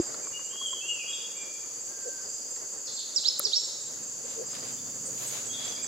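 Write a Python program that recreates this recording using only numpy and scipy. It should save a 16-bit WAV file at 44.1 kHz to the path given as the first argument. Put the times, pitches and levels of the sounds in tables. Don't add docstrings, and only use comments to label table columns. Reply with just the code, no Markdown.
import sys
import numpy as np
from scipy import signal
from scipy.fft import rfft, irfft, next_fast_len
from scipy.io import wavfile
from scipy.ndimage import uniform_filter1d

SR = 44100
rng = np.random.default_rng(int(sys.argv[2]) if len(sys.argv) > 2 else 0)


def pcm_store(signal):
    levels = np.round(np.clip(np.atleast_2d(signal), -1, 1) * 32767)
    wavfile.write(sys.argv[1], SR, levels.astype(np.int16).T)


N = 258867
TIME = np.arange(N) / SR


def amp(db):
    return 10 ** (np.asarray(db) / 20)


def unit(x):
    return x / np.sqrt(np.mean(x ** 2) + 1e-20)


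def over_hz(points, hz):
    f, value = np.transpose(points)
    return np.interp(np.log(hz + 1), np.log(f + 1), value)


def over_time(points):
    return np.interp(TIME, *np.transpose(points))


def swells(rows):
    return sum(db * np.cos(np.pi / 2 * np.clip((TIME - s) / half, -1, 1)) ** 2 for s, half, db in rows)


def add(mix, s, sound):
    part = mix[max(round(s * SR), 0):][:len(sound)]
    part += sound[:len(part)]


def drift(rate_hz):
    spectrum = rfft(rng.standard_normal(N))
    return unit(irfft(spectrum * np.exp(-(np.fft.rfftfreq(N, 1 / SR) / rate_hz) ** 2), N))


def noise(spectrum, likeness):
    hz = np.fft.rfftfreq(N, 1 / SR)
    common, apart = rfft(rng.standard_normal((2, N))) * amp(over_hz(spectrum, hz))
    same = np.clip(likeness if np.isscalar(likeness) else over_hz(likeness, hz), -1, 1)
    mid, side = common * np.sqrt(1 + same), apart * np.sqrt(1 - same)
    return unit(irfft(np.array([mid + side, mid - side]), N))


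def balance(left_db):
    return amp([[left_db / 2], [-left_db / 2]])


def place(x, left_db, lead_rad):
    analytic = signal.hilbert(x, next_fast_len(N))[:N]
    turn = np.exp(.5j * lead_rad * np.array([[1], [-1]]))
    return (analytic * turn).real * balance(left_db)


def ring(x, hz, width_hz):
    r = np.exp(-np.pi * width_hz / SR)
    return 2 * signal.lfilter([1 - r], [1, -r * np.exp(2j * np.pi * hz / SR)], x).real


def woods(x, likeness, size=50000):
    # frequency in Hz, t60 in s.
    decay_t60 = [(500, 0.43), (2500, 1.04), (3500, 1.17), (5500, 0.93), (9000, 1.1)]
    taps = rng.standard_normal((2, size)) * (rng.random((2, size)) < 4000 / SR)
    hz, t, z = signal.stft(taps, SR, nperseg=256)
    z *= amp(-60 * t / over_hz(decay_t60, hz)[:, None]) * (1 - np.exp(-t / 0.0012))
    mid, side = signal.istft(z, SR, nperseg=256)[1]
    same = np.clip(likeness, -.99, .99)
    side = side * np.sqrt((1 - same) / (1 + same))
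    tail = np.array([mid + side, mid - side])
    return signal.fftconvolve(x[None], tail / np.linalg.norm(tail[0]), axes=1)[:, :N]


def wavering_sine(hz, waver):
    wobble = unit(uniform_filter1d(rng.standard_normal(len(hz)), size=120))
    return np.sin(2 * np.pi * np.cumsum(hz * (1 + waver * wobble)) / SR)


def note(length_s, level_db, pitches_hz, waver=.003, lean=1, fullness=1):
    u = np.linspace(0, 1, int(length_s * SR))
    count = len(pitches_hz)
    hz = np.polyval(np.polyfit(np.linspace(0, 1, count), pitches_hz, count - 1), u)
    envelope = abs(np.sin(np.pi * u ** lean)) ** fullness
    return amp(level_db) * unit(wavering_sine(hz, waver) * envelope)


def open_air():
    # frequency in Hz, relative level in dB per Hz.
    air_colour = [(20, -40), (50, -31), (108, -12), (172, -14), (260, -8.5), (370, -6.5), (480, -2.5),
                  (600, -5.5), (700, -11.5), (1250, -12.5), (1650, -14.5), (2200, -18.5), (2900, -53)]
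    # frequency in Hz, correlation 0-1.
    air_likeness = [(50, 1), (200, 0.26), (380, 0.19), (700, 0), (1300, 0), (3000, 0)]
    # top in s, half length in s, height in dB.
    air_swells = [(0, 0.46, 6.5), (4.58, 0.34, 2.5), (5.87, 1, 3.5)]
    level_db = -52 + swells(air_swells) + 1.64 * drift(23.5)
    return noise(air_colour, air_likeness) * amp(level_db) * balance(1)


def far_foliage():
    # frequency in Hz, relative level in dB per Hz.
    foliage_colour = [(100, -52), (900, 0), (1600, -34), (2500, 4), (4000, 0.5), (8000, -38), (16000, -26)]
    return amp(-60.0) * noise(foliage_colour, 0.018)


def low_drone():
    # frequency in Hz, relative level in dB per Hz.
    drone_colour = [(40, -42), (85, -17), (110, -5), (135, -3), (190, -4), (245, -7), (330, -9.5),
                    (600, -24)]
    # mean frequency in Hz, relative level in dB.
    drone_tones = [(108, -7), (135, 0), (190, -6.5), (243, -1), (275, -2)]
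    # time in s, level in dB.
    drone_level = [(3.6, -75), (3.95, -55), (4.3, -61.5), (4.7, -51), (5.87, -54.5)]
    hum = np.zeros(N)
    for hz, db in drone_tones:
        phase = 2 * np.pi * np.cumsum(hz * (1 + 0.01507 * drift(5.9))) / SR
        hum += amp(db + 3.5 * drift(3.9)) * np.sin(phase)
    return (.75 * noise(drone_colour, .96) + .65 * unit(hum)) * amp(over_time(drone_level))


def chorus():
    # frequency in Hz, relative level in dB per Hz.
    chorus_colour = [(1500, -69), (4000, -70), (5300, -18.5), (5800, -14), (6300, -3), (6650, -0.5),
                     (7000, 0.5), (7350, -6.5), (7650, -8), (8000, -12), (8500, -53), (9400, -38),
                     (10500, -17.5), (11800, -38.5), (13900, -26.5), (16000, -38)]
    # top in s, half length in s, height in dB.
    chorus_swells = [(3.25, 0.52, 0), (5.3, 0.73, 2)]
    level_db = -38.5 + swells(chorus_swells) + 0.5 * drift(15)
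    return noise(chorus_colour, 0.55) * amp(level_db) * balance(-0.55)


def buzzer():
    # middle of the hold in s, level in dB before the mix gains.
    buzz_swells = [(-.01, -45.5), (1.13, -47.5), (2.34, -47), (3.5, -49), (4.58, -47), (5.75, -46)]
    hold_s, rise_db_per_s, fall_db_per_s, rest_db = 0.15, 64, 110, -63.5
    pulse_hz, resonator_hz = 72.9, 4892
    stress_db, sharpness = 3.5, 0.99
    effort = amp(rest_db)
    for s, db in buzz_swells:
        early_s = np.maximum(s - hold_s / 2 - TIME, 0)
        late_s = np.maximum(TIME - s - hold_s / 2, 0)
        effort = np.maximum(effort, amp(db - rise_db_per_s * early_s - fall_db_per_s * late_s))
    turns = np.cumsum(pulse_hz * (1 + .01 * drift(18))) / SR
    stress = amp(stress_db * np.cos(2 * np.pi * turns / 3))
    pulses = np.exp(sharpness * np.cos(2 * np.pi * turns)) * stress
    tone = np.sin(2 * np.pi * np.cumsum(resonator_hz * (1 + .02 * drift(159))) / SR)
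    near = unit(pulses * tone) * effort
    # frequency in Hz, relative level in dB per Hz.
    far_colour = [(2500, -70), (3800, -62), (4350, -3.5), (4650, 7.0), (4950, 4.0), (5300, -19), (5900, -56)]
    far = amp(-52.0) * noise(far_colour, 0.4)
    return amp(-2.0) * place(near, -1.6, 0) + amp(-3.5) * woods(near, .6) + far


def strokes(chirps, gap_s=.049, length_s=.034):
    out = np.zeros(N)
    for s, db in chirps:
        for middle_s in (s, s + gap_s):
            stroke = note(length_s, db - 5.5, (7630, 7510, 7400), waver=0.005)
            add(out, middle_s - length_s / 2, stroke)
    return out


def cricket():
    # first chirp in s, last chirp in s, level in dB before the stroke gain.
    cricket_runs = [(.024, 1.109, -35), (1.379, 1.379, -37), (1.818, 2.035, -38), (2.302, 2.519, -36.5),
                    (2.736, 3.17, -36.5), (3.387, 4.255, -37), (4.472, 4.689, -37), (4.907, 4.906, -42)]
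    beat_s = .217
    near_chirps = []
    for first_s, last_s, db in cricket_runs:
        near_chirps += [(s, db) for s in np.arange(first_s, last_s + beat_s / 2, beat_s)]
    far_chirps = [(.17 + 0.23 * k + rng.normal(0, .006), -43.5 + rng.normal(0, 1.8)) for k in range(26)]
    near, far = strokes(near_chirps), strokes(far_chirps)
    return place(near, -6.0, 0.35) + place(far, 0.82, 0) + amp(-5.0) * woods(near + far, 0.84)


def rustle():
    # frequency in Hz, relative level in dB per Hz.
    leaf_colour = [(60, -40), (250, -5.5), (600, 3), (1200, -2.5), (2200, -1), (4000, 2), (7000, -4),
                   (10000, -7), (16000, -21)]
    # top in s, half length in s, level in dB.
    leaf_shifts = [(0, .32, -52), (4.31, 0.11, -47), (4.556, .07, -43.5), (4.658, 0.12, -45),
                   (5.239, 0.11, -42.5), (5.364, 0.15, -40.5), (5.66, 0.21, -42.5)]
    rest_db, edge_db = -72.5, -17
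    crackles = (rng.random(N) < 350 / SR) * rng.random(N)
    grain = 1 + 0.58 * signal.lfilter([1], [1, -np.exp(-1 / (0.0042 * SR))], crackles)
    power = amp(rest_db) ** 2
    for s, half_s, db in leaf_shifts:
        power = power + amp(db + edge_db * abs((TIME - s) / half_s) ** 1.43) ** 2
    return unit(noise(leaf_colour, 0.047) * grain) * np.sqrt(power) * balance(1)


def swish():
    # frequency in Hz, relative level in dB per Hz.
    cloth_colour = [(500, -22), (3000, -10), (6000, -7), (9500, 1), (13000, 2), (16000, -3)]
    top_s, half_s, top_db = 5.28, 0.13, -45.5
    level_db = top_db - 9 * ((TIME - top_s) / half_s) ** 2 + 1.2 * drift(40)
    return noise(cloth_colour, 0.22) * amp(level_db) * balance(2.1)


def bumps(size=4000):
    # start in s, peak level in dB, t60 in s, frequency in Hz.
    body_bumps = [(0, -12, 0.038, 339), (3.3984, -35.5, .04, 560)]
    out, t = np.zeros(N), TIME[:size]
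    for s, db, t60_s, hz in body_bumps:
        add(out, s, amp(db - 60 * t / t60_s) * np.sin(2 * np.pi * hz * t))
    return out


def click(t, t60_s, hard_db, main_hz, main_db):
    # frequency in Hz, width in Hz, relative level in dB.
    case_modes = [(342, 210, -6), (580, 200, 1), (1170, 740, -2.5)]
    # frequency in Hz, width in Hz, relative level in dB.
    upper_modes = [(1670, 700, -9), (4300, 930, -0.5)]
    tick_db, tick_decay_s, main_t60_s = -10, 0.0017, 0.027
    grit = (6 * (t == 0) + rng.standard_normal(len(t))) * amp(-60 * t / t60_s)
    knock = np.zeros(len(t))
    for hz, width_hz, mode_db in case_modes:
        knock += amp(mode_db) * ring(ring(grit, hz, width_hz), hz, width_hz)
    for hz, width_hz, mode_db in upper_modes:
        knock += amp(hard_db + mode_db) * ring(ring(grit, hz, width_hz), hz, width_hz)
    contact = np.diff(rng.standard_normal(len(t)), prepend=0) * np.exp(-t / tick_decay_s)
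    tick = ring(contact, 1000, 1800)
    tick = amp(tick_db + min(hard_db, 0) / 2) * tick / abs(tick).max()
    main = amp(main_db - 60 * t / main_t60_s) * np.sin(2 * np.pi * main_hz * t)
    return knock / abs(knock).max() + main + tick


def handling(size=4000):
    # start in s, level in dB, t60 in s, upper-mode level in dB, main ring in Hz, main ring in dB.
    case_clicks = [(0.1443, -28, 0.016, 5, 1380, -6.5), (.271, -33.5, .012, -16, 1150, -5),
                   (.394, -40, 0.012, -24, 1110, 0.5), (.555, -42.5, 0.07, -25, 1160, -1),
                   (0.6183, -38, .012, -4, 1050, -5), (.731, -40, .035, -14, 1080, -3),
                   (2.563, -37.5, .022, 4, 1820, -7), (3.3986, -28, 0.017, -14, 1325, -5.5),
                   (4.533, -39.5, 0.046, -6, 1270, -4), (4.567, -35, .032, 0, 1290, -4),
                   (4.632, -37, 0.019, -6, 744, -2), (5.845, -39, .04, 4, 1730, -1)]
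    # start in s, length in s, level in dB, frequency in Hz.
    case_taps = [(0.53, 0.016, -51, 1080), (.611, 0.013, -44, 1070), (.727, 0.016, -46.5, 1040)]
    # start in s, peak level in dB before placing.
    case_snaps = [(2.134, -42), (3.395, -10), (4.724, -37)]
    # start in s, length in s, level in dB before placing, mean frequency in Hz.
    finger_rubs = [(2.05, 0.054, -40, 520), (3.424, 0.089, -50, 413.4), (4.237, 0.031, -46.5, 505),
                   (4.358, 0.092, -40.5, 479), (5.069, 0.04, -47, 544)]
    t = np.arange(size) / SR
    knocks, snaps, rubs = np.zeros((3, N))
    for s, db, *shape in case_clicks:
        add(knocks, s, amp(db) * click(t, *shape))
    for s, length_s, db, hz in case_taps:
        add(knocks, s, note(length_s, db, (hz, hz), waver=.015))
    for s, db in case_snaps:
        crack = (t == 0) + 0.085 * rng.standard_normal(size) * amp(-60 * t / 0.01)
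        snap = ring(ring(crack, 10900, 850), 12300, 1400)
        snap = snap + amp(-15) * ring(ring(crack, 14200, 2000), 14200, 2000)
        add(snaps, s, amp(db) * snap / abs(snap).max())
    for s, length_s, db, hz in finger_rubs:
        add(rubs, s, note(length_s, db, (hz, hz), waver=0.11))
    return amp(-2.0) * place(knocks, 1.6, 0) + place(snaps, 3, -.4) + place(rubs, 1.3, 1.4)


def low_whistler():
    out = np.zeros(N)
    add(out, 1.875, note(.38, -59, (1610, 1570, 1520), waver=.013, fullness=.5))
    return place(out, 3.6, 0) + amp(-5) * woods(out, 0.47)


def thin_caller():
    # start in s, flick level in dB before the mix gains, top of the flick in Hz.
    thin_calls = [(5.049, -38.5, 8440), (5.26, -37.5, 8310), (5.452, -37, 8000), (5.634, -35.5, 7680),
                  (5.82, -32, 7780)]
    flick_s, sink_after_s, sink_s, sink_db = 0.0376, .04, 0.0517, -1
    flick_from, sink_from, sink_to = 0.94, .83, .785
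    out = np.zeros(N)
    for s, db, hz in thin_calls:
        flick = note(flick_s, db, (hz * flick_from, hz), waver=0.016)
        sink = note(sink_s, db + sink_db, (hz * sink_from, hz * sink_to), waver=0.016)
        add(out, s, flick)
        add(out, s + sink_after_s, sink)
    return amp(-5) * place(out, -10.5, 0) + amp(-7) * woods(out, 0.8)


def whistler():
    # start in s, length in s, level in dB before the mix gains, first, middle and last pitch in Hz,
    # share that arrives straight 0-1.
    whistle_notes = [(.209, .089, -53, 2440, 2360, 2280, .8), (.32, 0.087, -41.5, 2800, 2865, 2874, 1),
                     (.487, 0.15, -42.5, 3030, 3247, 3327, 0.74),
                     (.572, 0.14, -33.5, 3270, 3247, 2900, 0.84),
                     (.803, .118, -37.5, 2550, 2790, 2890, 0.95), (.865, 0.11, -34.5, 2830, 2845, 2596, 1),
                     (.95, 0.096, -40, 2780, 2564, 2266, 1), (1.072, 0.074, -34, 3260, 3310, 3420, 1),
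                     (1.093, 0.07, -41, 3850, 3550, 3310, 0), (1.32, .064, -50, 2130, 2270, 2400, 0),
                     (1.348, 0.111, -43, 2376, 2396, 2317, 0.76), (4.621, .12, -59, 3000, 3130, 3320, 0),
                     (4.775, 0.032, -52, 3450, 3520, 3620, 1), (5.482, 0.086, -39, 3250, 3310, 3380, 0.73),
                     (5.51, 0.069, -37, 3750, 3470, 3250, .1), (5.58, .13, -43.5, 3520, 3370, 3220, 0.2),
                     (5.745, 0.084, -45.5, 2150, 2360, 2480, .15)]
    straight, sung = np.zeros((2, N))
    for s, length_s, db, *pitches_hz, share in whistle_notes:
        call = note(length_s, db, pitches_hz, waver=0.007, fullness=.9)
        add(sung, s, call)
        add(straight, s, share * call)
    return amp(-6.0) * place(straight, 3.0, -.1) + amp(-4.5) * woods(sung, 0.71) * balance(0.71)


def up_chirp(length_s, level_db, top_hz, climb_hz_per_s, waver):
    # pitch in Hz, relative level in dB.
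    up_voice = [(2600, -18), (3600, -9.5), (3850, 2), (4250, 1), (4800, -4), (5400, 1)]
    from_hz, ramp_s = 2600, 0.0076
    t = np.arange(0, length_s, 1 / SR)
    hz = np.minimum(from_hz + climb_hz_per_s * t, top_hz)
    voice = amp(over_hz(up_voice, hz))
    ends = np.minimum(np.minimum(t, length_s - t) / ramp_s, 1)
    return amp(level_db) * unit(voice * ends * wavering_sine(hz, waver))


def chirper():
    # start in s, length in s, level in dB before the mix gains, first pitch in Hz,
    # share that arrives straight 0-1, lean (under 1 loudest early).
    down_chirps = [(2.855, 0.026, -31, 5930, 0.1, 0.83), (2.959, 0.031, -30.5, 5690, .2, 0.91),
                   (3.153, .045, -26.5, 6340, 0.94, 0.93), (3.435, .045, -26.5, 6380, 0.92, 0.92)]
    # start in s, length in s, level in dB before the mix gains, top in Hz,
    # climb in Hz per s.
    up_chirps = [(3.232, 0.065, -26, 5340, 51800), (3.513, 0.077, -26.5, 5476, 57900)]
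    mid_ratio, last_ratio = .76, .49
    straight, sung = np.zeros((2, N))
    for s, length_s, db, hz, share, lean in down_chirps:
        pitches_hz = (hz, hz * mid_ratio, hz * last_ratio)
        call = note(length_s, db, pitches_hz, waver=0.02, lean=lean, fullness=1.4)
        add(sung, s, call)
        add(straight, s, share * call)
    for s, *shape in up_chirps:
        call = up_chirp(*shape, waver=.008)
        add(sung, s, call)
        add(straight, s, call)
    flutter = amp(3.4 * drift(200) - 3)
    return place(straight * flutter, -7.0, -1.73) + amp(-4.0) * woods(sung, 0.7) * balance(-0.89)


def scene():
    background = open_air() + far_foliage() + low_drone()
    insects = chorus() + buzzer() + cricket()
    near_sounds = rustle() + swish() + bumps() + handling()
    birds = low_whistler() + thin_caller() + whistler() + chirper()
    return background + insects + near_sounds + birds


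def record(dry):
    bass_cut = signal.butter(2, 45, "high", fs=SR, output="sos")
    band_limit = signal.firwin(511, 15900, window=("kaiser", 9), fs=SR)
    return signal.oaconvolve(signal.sosfilt(bass_cut, dry), band_limit[None], "same")


dry = scene()
out = record(dry)
pcm_store(out)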